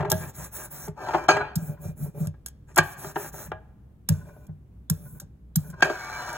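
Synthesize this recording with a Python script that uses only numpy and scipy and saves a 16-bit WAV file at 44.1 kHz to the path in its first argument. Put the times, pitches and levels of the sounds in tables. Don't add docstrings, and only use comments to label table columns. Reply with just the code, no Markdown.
import sys
import numpy as np
from scipy import signal
from scipy.fft import rfft, irfft
from scipy.io import wavfile
from scipy.ndimage import uniform_filter1d, map_coordinates

SR = 44100
rng = np.random.default_rng(int(sys.argv[2]) if len(sys.argv) > 2 else 0)


def put_to_file(sound):
    columns = np.atleast_2d(sound).T
    safe = np.clip(columns, -1, 1)
    whole_steps = np.round(safe * 32767)
    wavfile.write(sys.argv[1], SR, whole_steps.astype(np.int16))


N = 281221

# time_s, thick_threads_gain_db, thin_threads_relative_db
INK_HISS = [
    [(0.14, -50.5, 8), (0.256, -51, 3.5), (0.264, -56, 6), (0.298, -53.5, 6), (0.327, -76, 3)],
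    [(0.327, -76, 1), (0.353, -52.5, 8), (0.437, -48.5, 0), (0.445, -42.5, 1), (0.473, -56, 8),
     (0.507, -73, 2)],
    [(0.507, -72, 2), (0.529, -56.5, 14), (0.569, -44, 7), (0.583, -51, 9), (0.657, -48.5, 5.5),
     (0.693, -69, 4)],
    [(0.693, -76, 4), (0.715, -52.5, 12.5), (0.739, -49.5, 4), (0.853, -50, 4.5), (0.875, -51, 3)],
    [(1.58, -53, 2), (1.598, -60, 3), (1.624, -65, 15.5), (1.676, -59.5, 12.5), (1.734, -68.5, 11),
     (1.778, -89, 7)],
    [(1.778, -87, 9), (1.802, -78, 14), (1.822, -65, 15), (1.846, -55.5, 3), (1.886, -57.5, 4),
     (1.92, -69.5, 7), (1.951, -94, 7)],
    [(1.951, -93, 10), (1.977, -66.5, 11.5), (2.033, -56, 11), (2.075, -61.5, 9), (2.13, -80, -3)],
    [(2.13, -78.5, -3), (2.162, -71.5, 11.5), (2.206, -57, 11), (2.236, -58.5, 5), (2.265, -52, -5)],
    [(2.67, -85.5, -1), (2.688, -66, -8), (2.712, -66.5, -13.5), (2.742, -73, -12), (2.75, -49, -24)],
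    [(2.83, -52, 1), (2.894, -58.5, 7), (2.934, -52.5, 4), (2.956, -67, 5), (2.965, -69, 0)],
    [(2.965, -65, 2), (2.991, -52.5, 8), (3.055, -48.5, 1), (3.073, -46, 1), (3.119, -54, 3),
     (3.145, -75, 4)],
    [(3.145, -64, 1), (3.161, -54, 0), (3.173, -53.5, 10), (3.201, -47.5, 6), (3.291, -49.5, 5),
     (3.317, -73, 4)],
    [(3.317, -75, 5), (3.333, -53, 6), (3.345, -51.5, 6.5), (3.433, -48, 3), (3.461, -53, 6.5),
     (3.485, -64, -4), (3.51, -72, -3)],
    [(4.12, -50, -6), (4.14, -60.5, 1), (4.242, -72, 3.5), (4.284, -70, 3), (4.358, -79, 10),
     (4.394, -74, 5.5), (4.46, -74, 2)],
    [(4.93, -60, 7.5), (4.982, -65.5, 6), (5.098, -72.5, 20), (5.17, -74, 17.5), (5.184, -72, 14),
     (5.19, -69, 11)],
    [(5.585, -47, -1), (5.591, -58, 7), (5.631, -66, 10.5), (5.699, -68, 14), (5.711, -59, -9),
     (5.719, -76, 9), (5.735, -78, 0)],
]
# frequency_hz, gain_db
INK_SPECTRUM = [(1500, 0.5), (3000, -20), (4000, -6), (4500, -13), (6000, 0), (9000, 0.5), (12000, 0.5),
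                (15500, 1.5)]
# start_s, end_s, fastest_at_fraction, tray_rumble_db, table_rumble_db
TRAY_STROKES = [(.135, .325, 0.52, -46, -38.5), (.335, .503, 0.4, -44.5, -44.5),
                (.513, .69, 0.4, -43, -52.5), (.7, .897, 0.64, -47, -44.5), (2.67, 2.75, .7, -54, -62.5),
                (2.81, 2.962, 1, -50.5, -44.5), (2.972, 3.142, 0.4, -42.5, -42.5),
                (3.15, 3.313, 0.46, -46.5, -46), (3.325, 3.505, 0.8, -48.5, -43)]
# start_s, end_s, fastest_at_fraction, block_rumble_db, table_rumble_db
BLOCK_STROKES = [(1.57, 1.78, 0.7, -48.5, -34.5), (1.785, 1.945, 0.43, -46, -35.5),
                 (1.96, 2.13, 0.43, -50, -31), (2.135, 2.28, 0.38, -43.5, -30.5),
                 (4.105, 4.49, .1, -56, -41.5), (4.91, 5.2, 0.83, -58, -38),
                 (5.57, 5.735, 0.96, -50.5, -34.5)]
# time_s, peak_db, lower_mode_relative_db
AXLE_KNOCKS = [(1.682, -51, -2), (1.72, -55, 0), (1.77, -49, 0), (4.135, -48.5, -3), (4.17, -55.5, 3.5),
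               (4.206, -44.5, -0.5), (4.253, -53, -1), (4.285, -44, 5), (4.334, -51.5, -3.5),
               (4.369, -58, 2.5), (4.406, -56, 4.5), (4.435, -61, 5), (4.48, -58, 2), (5.054, -48.5, -4),
               (5.071, -57, 0.5), (5.099, -57, -0.5), (5.146, -56.5, 4.5), (5.174, -56.5, 2),
               (5.635, -51, -2.5), (5.655, -49, -4), (5.69, -48, -4), (5.726, -40.5, -2.5)]
# time_s, peak_db
RIDGE_KNOCKS = [(1.693, -38), (1.837, -37.5), (1.871, -54.5), (2.054, -38.5), (2.145, -38), (2.171, -36),
                (2.259, -42), (4.099, -33.5), (4.203, -53), (4.284, -50), (4.36, -41), (4.488, -45),
                (4.91, -39), (5.051, -51.5), (5.214, -44.5)]
# time_s, peak_db, top_mode_relative_db, crack_s, rattle_relative_db
FRAME_TICKS = [(0.0993, -12.5, -3, 0.0053, -8), (0.107, -36, 7.5, 0.003, -15), (0.1176, 1, 5, 0.00079, -32),
               (0.125, -16, -16, 0.0021, -23), (0.8804, -31.5, -25, 0.0043, -4),
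               (1.555, -15.5, 4, 0.0077, -13), (2.271, -23.5, -26.5, 0.0024, -16),
               (2.461, -19, -25, 0.0031, -7.5), (2.483, -30, -1, 0.0041, -12),
               (2.759, -15.5, -17, 0.0082, -33), (2.777, -5.5, -9, 0.003, -8),
               (4.0883, -8, 4.5, 0.0046, -19), (4.466, -48.5, -9, 0.0072, -25),
               (4.8987, -7, 6.5, 0.0037, -15.5), (5.199, -25, 1, 0.0055, -5.5),
               (5.557, -9, 2.5, 0.0055, -17), (5.701, -35, -17, 0.0028, -5),
               (6.33, -25.5, -21, 0.0026, -32)]
# time_s, peak_db, clatter_s, ring_time_fraction, then gain_db for each of 7 zones
TRAY_BLOWS = [(.004, -20, 0.012, 0.14, -5.5, -6.5, 1, -7, -12, -9, -9),
              (.024, -19.5, 0.013, .2, 7.5, 1, 1, -9, -13, -8.5, -19),
              (0.046, -18.5, 0.016, .3, 4.5, -6, 0, -9.5, -8.5, -9.5, -19.5),
              (.113, -15, 0.0087, 0.5, -1.5, 4.5, 1, -4, -3, -3, -8.5),
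              (.122, -13.5, 0.009, 0.11, 14.5, 0.5, -0.5, -6.5, -2.5, -7.5, -11),
              (.874, -27.5, 0.014, .2, 11, 1, 2.5, -19.5, -20.5, -20.5, -18),
              (1.063, -26.5, 0.018, .2, -7.5, -11, 1.5, -8, -17.5, -5.5, -7.5),
              (1.083, -16.5, .012, 0.22, -15, -7, 1, -9, -17.5, -2.5, -3),
              (1.106, -21.5, 0.011, 0.17, -10.5, -15, -5.5, 5, -9, 4.5, -3),
              (1.133, -15.5, 0.014, 0.25, -16, -9, 0, 1, -9, -5, -8),
              (1.143, -6.5, .014, 0.37, -9, 2.5, 4, -22, -24, -13.5, -23),
              (1.181, -23.5, 0.0081, 0.25, -5, -6, -3.5, -13.5, -18, -9.5, -10),
              (1.284, 0.5, .015, 0.54, -11, -7.5, 0.5, 2, -2.5, 4, 6.5),
              (1.303, -7.5, 0.012, 0.6, -6.5, -9.5, -0.5, 1.5, -5.5, -2, 10.5),
              (1.366, -10.5, 0.0096, 0.59, -2, -6.5, 0, -5, -1, -2.5, -6),
              (2.339, -46.5, .011, .2, 0.5, -2, 0.5, -0.5, -1, 0, -9.5),
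              (2.768, -9.5, 0.016, .15, -4.5, -8, -2.5, 4, -2, 5, 0),
              (2.7836, 4, 0.0064, .12, -5, -9, -1, 3.5, 8, 6, 12),
              (3.045, -22, 0.0059, 0.433, 2, -4, -1, -4.5, -12, -6, -5.5),
              (3.158, -12, 0.01, 0.238, 2.5, -6, 1.5, -4, -9, -6, -9),
              (3.34, -29.5, 0.0062, 0.37, 4, 3.5, 2.5, -10, -10, -11, -22.5),
              (3.517, -17, 0.0048, 0.72, -28, -1, 4.5, 3.5, -3.5, -13, -25.5),
              (5.823, 2.5, 0.007, 0.185, -4.5, -10, -1, -1, 7.5, -4.5, 9),
              (5.845, -19.5, 0.019, .3, 6, 11, -8, -7, -9, -9, 2),
              (5.868, -21, .02, .3, 3, 5, -2, -13, -19, -9, 3),
              (5.895, -12.5, 0.018, 0.052, 8, 9, 1, -17, -13, -20, -3)]
# time_s, peak_db, ring_time_ratio, lowest_mode_relative_db
TABLE_THUMPS = [(0.118, -16.5, 1.5, 14.5), (0.147, -18.5, .56, 1), (0.199, -32.5, .9, -4.5),
                (0.883, -24, .9, 5.5), (1.141, -32, 1.7, -3.5), (1.28, -26.5, 1.5, -6.5),
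                (1.563, -13, .62, 3.5), (1.618, -22, 1.2, 0.5), (1.69, -24, .9, 10.5),
                (1.848, -23, 1.05, 20.5), (1.884, -24, 1.4, 7), (2.019, -23.5, .9, 10.5),
                (2.205, -17, 1.8, -6.5), (2.266, -17.5, .9, 13), (2.784, -15.5, 1.2, 7.5),
                (3.152, -36.5, 1.6, -14), (3.478, -33, 1.2, -4), (3.519, -33.5, 1.5, 19),
                (4.094, -9.5, 1.08, 10.5), (4.113, -13, .46, 15), (4.168, -32, .9, -5),
                (4.209, -32, .9, 28), (4.486, -26, 1.6, 11), (4.506, -46, 1.7, 17.5),
                (4.904, -11.5, .97, 5.5), (5.119, -39, .8, 6), (5.223, -34.5, 1.1, 12),
                (5.566, -9.5, .75, 0.5), (5.684, -28.5, .9, -6), (5.725, -32.5, 1.2, 6),
                (5.825, -28, .92, -16)]
# time_s, level_db
SLIDES = [
    [(0.0, -27), (0.032, -38), (0.04, -53), (0.046, -47), (0.092, -34), (0.096, -32)],
    [(0.96, -59), (0.978, -45), (1.018, -33), (1.048, -34.5), (1.088, -34), (1.124, -33.5), (1.148, -36),
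     (1.164, -30.5), (1.27, -42)],
    [(1.33, -26), (1.36, -23), (1.366, -26), (1.396, -28.5), (1.406, -26), (1.54, -44.5)],
    [(5.74, -42), (5.752, -63), (5.806, -42.5), (5.81, -22)],
    [(5.845, -28), (5.879, -41), (5.909, -36.5), (5.923, -39.5), (5.973, -38.5), (6.05, -40.5), (6.13, -37),
     (6.2, -36.5), (6.24, -38.5), (6.287, -36.5), (6.377, -36.5)],
]
# scrape_gain_db, table_gain_db, then gain_db for each of 7 zones
SLIDE_MIX = [(-19, 7.5, 7, 7, 0, -2, -2, -5.5, -14), (-9, -14.5, -4, -1.5, 2, 0.2, 1.5, 3, -1),
             (-21.5, -14, -12, -10, 0.91, -0.16, -3.5, -2.5, -0.5), (-9, -15, 2, 3.5, 0, 0, 0, 0, 1),
             (-1, -17, -41, -16.5, 0, -2.9, 5.5, -1, 7)]

# pitch_hz, gain_db, t60_s
TABLE_MODES = [(89.36, 1.5, 0.21), (147.6, 20, 0.12), (176, -15, 0.017), (257, -29, 0.016)]
BLOCK_MODES = [(431, 6.5, 0.09), (587.5, 9, 0.062), (730, 3.5, 0.023), (2404, -5.5, 0.082),
               (3616, -20.5, 0.072)]
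FRAME_MODES = [(1650, 0, .006), (3300, 0, .006), (4950, -8, .006), (6000, -3, .005), (8000, -4, .006),
               (9800, -1, .011), (11800, -6, .006), (13975, 0, .04)]
AXLE_MODES = [(1034, 0.5, 0.08), (1490, 1, 0.078)]
TRAY_HZ = [409, 593, 632, 770, 835, 890, 975, 1039, 1212, 1325, 1492, 1622, 1700, 1840, 2005, 2320, 2473,
           2640, 2934, 3062, 3500, 3813, 4129, 4528, 5450, 6277, 6670, 6971]
# gain_db, t60_s
TRAY_RING = [(1.5, 0.89), (-12, 0.041), (-3, 0.94), (-2, 0.49), (-4.5, 0.45), (2.5, 0.18), (-14, 0.094),
             (-2.5, 0.13), (2.5, 0.11), (-2, 0.2), (-8, 0.4), (1, 0.53), (-14.5, 0.12), (-27, 0.65),
             (-30, 0.11), (-16, 0.61), (-14, 0.62), (-25, 0.53), (-19.5, 0.18), (-14.5, 0.26),
             (-22.5, 0.098), (-24.5, 0.13), (-19, 0.38), (-13.5, 0.53), (-19, 0.22), (-20, 0.63),
             (-20, 0.3), (-36, 0.064)]
ZONE_EDGES_HZ = [500, 700, 1150, 1550, 1750, 2200]
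ROLL_COUPLING_DB = [2.5, 0, 0, -3, 2.5, -16, -7.5]
DRAG_COUPLING_DB = [-1, -10.5, 1, -2.5, -6, -0.5, -1, -4.5, -2, -3.5, -8, -1.5, -10.5, -11.5, -27.5, -11,
                    -14.5, -21.5, -27.5, -17.5, -21.5, -23, -16, -18.5]
# frequency_hz, gain_db
SCRAPE_SPECTRUM = [(500, -33), (1000, 2.5), (1700, 13), (2400, -10.5), (3400, -6), (4600, -2.5), (6000, -1),
                   (9000, -10.5), (12000, -12), (15500, -12.5)]
HUM_SPECTRUM = [(15, -57), (25, -18.5), (41, -23.5), (64, -1.5), (87, -24), (102, -11.5), (175, -17),
                (277, -26), (317, -29.5), (463, -34), (545, -39.5), (4870, -65.5), (16000, -63)]
# frequency_hz, left_lag_rad, left_minus_right_db
PORT_RESPONSE = [(0, -.3, .1), (150, -.6, .1), (350, -.75, -.5), (600, -.6, 2), (850, -.1, 5),
                 (1200, -.3, 1.5), (1700, -.6, 1.5), (2400, 1.1, -.3), (3100, .5, .1), (3800, 1.2, .3),
                 (4500, 2.4, 0), (9000, 9.45, 0), (17000, 22.1, 0)]


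def ink_hiss():
    patchy_db, lift_db, split_hz = 3, 5, 9500
    snaps = colour(grains(9000, spread_db=1.5) + rng.standard_normal(N), INK_SPECTRUM)
    hz, t, spectrum = signal.stft(snaps, SR, nperseg=256)
    grid = np.meshgrid(hz / 1000, t * 40, indexing="ij")
    patches = map_coordinates(rng.standard_normal((24, 260)), grid, order=1)
    threads = signal.istft(spectrum * undb(patchy_db * patches), SR, nperseg=256)[1][:N]
    thick = unit(butterworth(threads, 3, split_hz, "low"))
    thin = unit(butterworth(threads, 3, split_hz, "high"))
    thick_gain = envelopes([[(s, db + lift_db) for s, db, _ in curve] for curve in INK_HISS])
    thin_gain = envelopes([[(s, db + rel + lift_db) for s, db, rel in curve] for curve in INK_HISS])
    return thick_gain.sum(axis=0) * thick + thin_gain.sum(axis=0) * thin


def rolling_rumble(strokes, *bodies):
    bumps = [grains(1500, spread_db=2) * undb(4 * wander(per_s=25)) for _ in bodies]
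    gains = stroke_envelopes(strokes)
    return sum(gain * unit(ring(force, modes)) for gain, force, modes in zip(gains, bumps, bodies))


def stroke_envelopes(strokes):
    attack_s, release_s, t60_s, swell_db = 0.022, 0.029, 0.037, 6.5
    t, out = np.arange(N) / SR, 0
    for start_s, end_s, fastest_at, *rumble_db in strokes:
        progress = (t - start_s) / (end_s - start_s)
        speed = np.sin(np.pi / 2 * np.interp(progress, [0, np.clip(fastest_at, .1, .9), 1], [0, 1, 0]))
        onset_db = -15 * np.maximum(1 - (t - start_s) / attack_s, 0) ** 2
        decay_db = -60 * np.maximum(t - end_s + release_s, 0) / t60_s
        shape_db = onset_db + decay_db - swell_db * (1 - speed)
        out = out + np.array([undb(db + shape_db) for db in rumble_db])
    return out


def roller_knocks():
    out = np.zeros(N)
    for time_s, peak_db, lower_db in AXLE_KNOCKS:
        modes = [(hz, db + lower_db * (hz < 1200), t60) for hz, db, t60 in AXLE_MODES]
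        add(out, time_s, ring(burst(length_s=.02, swell=0.084), modes), peak_db)
    for time_s, peak_db in RIDGE_KNOCKS:
        add(out, time_s, ring(burst(length_s=0.019, swell=0.12), BLOCK_MODES[:3]), peak_db)
    return out


def tray_slides():
    judder_db, mode_swing_db, glide_fraction = 1.34, 3, .012
    drag = envelopes(SLIDES) * undb(judder_db * wander(per_s=41))
    scrape_gain, table_gain, *zone_gains = undb(SLIDE_MIX).T @ drag
    slips = grains(3000, spread_db=2)
    tones = []
    for hz, db in zip(TRAY_HZ, DRAG_COUPLING_DB):
        force = slips * undb(mode_swing_db * wander(per_s=12))
        pitch_hz = hz * (1 + glide_fraction * wander(per_s=9))
        tones.append(undb(db) * gliding_mode(force, pitch_hz, t60_s=.08))
    tray = sum(zone_gains[zone(hz)] * tone for tone, hz in zip(tones, TRAY_HZ)) / np.std(sum(tones))
    scrape = scrape_gain * unit(colour(slips, SCRAPE_SPECTRUM))
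    return tray + scrape + table_gain * unit(ring(slips, TABLE_MODES))


def frame_ticks():
    rattle_rise_s, rattle_t60_s, wash_t60_s = 0.00073, 0.068, 0.11
    out, t = np.zeros(N), np.arange(6000) / SR
    rattle_shape = undb(-60 * t / rattle_t60_s) * np.minimum(t / rattle_rise_s, 1)
    for time_s, peak_db, top_db, crack_s, rattle_db in FRAME_TICKS:
        force = burst(crack_s, swell=0.28) + undb(rattle_db) * rng.standard_normal(len(t)) * rattle_shape
        band_edges_hz, band_db = [4000, 9000, 13000], [-6.5, 0, 4.5, top_db]
        modes = [(hz, db + band_db[np.digitize(hz, band_edges_hz)], t60) for hz, db, t60 in FRAME_MODES]
        crack = unit(butterworth(force, 3, [4500, 13000], "band"))
        add(out, time_s, unit(ring(force, modes)) + 1.51 * crack, peak_db)
        wash = noise_tail(t, [5200, 8500], wash_t60_s)
        add(out, time_s, wash, peak_db + rattle_db - 10.5)
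    return out


def tray_clanks():
    brightening, rim_db = 0.17, -30.5
    out, t = np.zeros(N), np.arange(20000) / SR
    for time_s, peak_db, clatter_s, ring_fraction, *zone_db in TRAY_BLOWS:
        modes = []
        for hz, (db, t60) in zip(TRAY_HZ, TRAY_RING):
            gain_db = db + zone_db[zone(hz)] + brightening * peak_db * (hz > 4000)
            damped_t60_s = ring_fraction * t60 * (.6 if hz > 2100 else 1)
            modes.append((hz * (1 + 0.0021 * rng.standard_normal()), gain_db, damped_t60_s))
        modes += [(hz * (1 + 0.016 * rng.standard_normal()), db + 15, .51 * t60) for hz, db, t60 in modes]
        force = burst(clatter_s, swell=0.27, samples=len(t))
        clank = sum(np.sqrt(t60) * undb(db) * unit(ring(force, [(hz, 0, t60)])) for hz, db, t60 in modes)
        add(out, time_s, clank, peak_db)
        rim = noise_tail(t, [3000, 8000], t60_s=0.46 * ring_fraction)
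        add(out, time_s, rim, peak_db + zone_db[-1] + rim_db)
    return butterworth(out, 3, 340, "high")


def table_thumps():
    push_s, sag_s, sharp_fraction = 0.0097, 0.03, 0.16
    out, t = np.zeros(N), np.arange(16000) / SR
    warped_s = t + sharp_fraction * sag_s * (1 - np.exp(-t / sag_s))
    onset = 1 - np.exp(-(t / push_s) ** 2)
    for time_s, peak_db, ring_ratio, lowest_db in TABLE_THUMPS:
        thump = 0
        for hz, db, t60 in TABLE_MODES:
            decay = undb(db + lowest_db * (hz < 110) - 60 * t / (t60 * ring_ratio))
            thump = thump + decay * np.sin(2 * np.pi * hz * warped_s)
        add(out, time_s - .003, thump * onset, peak_db)
    return out


def microphone_ports(x):
    hz, lag_rad, balance_db = np.transpose(PORT_RESPONSE)
    bins_hz = np.arange(N // 2 + 1) * SR / N
    scatter_rad = np.interp(bins_hz, np.linspace(1700, 4300, 28), np.r_[0, rng.standard_normal(26), 0])
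    phase_rad = np.interp(bins_hz, hz, lag_rad) + scatter_rad
    half = undb(np.interp(bins_hz, hz, balance_db) / 2) * np.exp(-.5j * phase_rad)
    return np.array([irfft(rfft(x) * half, N), irfft(rfft(x) / half, N)])


def room_reverberation(x):
    early_t60_s, late_t60_s, late_db = 0.12, 0.89, -19
    t = np.arange(SR) / SR
    decay = undb(-60 * t / early_t60_s) + undb(late_db - 60 * t / late_t60_s)
    tails = butterworth(rng.standard_normal((3, len(t))) * decay, 2, [330, 3100], "band")
    tails /= np.sqrt(np.sum(tails ** 2) / 3)
    common, *separate = undb(-15) * signal.fftconvolve(x[None], tails, axes=1)[:, :N]
    return microphone_ports(common) + 0.66 * np.array(separate)


def ventilation_hum():
    level_db, waver_db, crossover_hz = -47.5, 0.5, 500
    common, left, right = (colour(rng.standard_normal(N), HUM_SPECTRUM) for _ in range(3))
    bass = butterworth(common, 1, crossover_hz, "low")
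    treble = butterworth([left, right], 1, crossover_hz, "high")
    waver = unit(uniform_filter1d(rng.standard_normal(N), size=6000))
    return undb(level_db + waver_db * waver) * unit(bass + treble)


def ring(force, modes):
    out = 0
    for hz, db, t60 in modes:
        pole = np.exp(2j * np.pi * hz / SR - np.log(1000) / (t60 * SR))
        out = out + undb(db) * signal.lfilter([1], [1, -pole], force).imag
    return out


def gliding_mode(force, pitch_hz, t60_s):
    phasor = np.exp(2j * np.pi * np.cumsum(pitch_hz) / SR)
    return (signal.lfilter([1], [1, -undb(-60 / t60_s / SR)], force / phasor) * phasor).imag


def grains(per_s, spread_db):
    chance, size, sign = rng.random((3, N))
    return unit((chance < per_s / SR) * undb(-spread_db * np.log(size + 1e-9)) * np.sign(sign - .5))


def burst(length_s, swell, samples=6000):
    progress = np.arange(samples) / (length_s * SR)
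    return rng.standard_normal(samples) * np.minimum(progress / swell, 1) * np.exp(-progress ** 2)


def noise_tail(t, band_hz, t60_s):
    return butterworth(rng.standard_normal(len(t)), 2, band_hz, "band") * undb(-60 * t / t60_s)


def wander(per_s):
    knots = int(N / SR * per_s) + 2
    return np.interp(np.arange(N) * per_s / SR, np.arange(knots), rng.standard_normal(knots)) * 1.22


def envelopes(curves):
    t = np.arange(N) / SR
    gains = [undb(np.interp(t, *np.transpose(curve), left=-200, right=-200)) for curve in curves]
    return uniform_filter1d(gains, size=250, axis=1)


def colour(x, points):
    hz, db = np.transpose(points)
    bins_hz = np.maximum(np.arange(N // 2 + 1) * SR / N, 1)
    return irfft(rfft(x) * undb(np.interp(np.log(bins_hz), np.log(hz), db)), N)


def add(out, time_s, x, peak_db):
    start = int(time_s * SR)
    x = x[:N - start]
    out[start:start + len(x)] += x * undb(peak_db) / np.abs(x).max()


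def butterworth(x, order, edge_hz, kind):
    return signal.sosfilt(signal.butter(order, edge_hz, kind, fs=SR, output="sos"), x)


def zone(hz):
    return np.searchsorted(ZONE_EDGES_HZ, hz)


def undb(db):
    return 10 ** (np.asarray(db) / 20)


def unit(x):
    return x / np.sqrt(np.mean(x ** 2))


def scene():
    held_t60_s = .045
    held_tray = [(hz, ROLL_COUPLING_DB[zone(hz)], held_t60_s) for hz in TRAY_HZ if hz < 2600]
    direct = ink_hiss() + rolling_rumble(TRAY_STROKES, held_tray, TABLE_MODES)
    direct += rolling_rumble(BLOCK_STROKES, BLOCK_MODES, TABLE_MODES)
    direct += roller_knocks() + tray_slides() + frame_ticks() + tray_clanks() + table_thumps()
    direct = butterworth(direct, 3, 77, "high")
    return microphone_ports(direct) + room_reverberation(direct) + ventilation_hum()


def record(dry):
    rounded = np.tanh(0.75 * dry) / 0.92
    return signal.sosfilt(signal.ellip(8, .2, 70, 16000, fs=SR, output="sos"), rounded)


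dry = scene()
out = record(dry)
put_to_file(out)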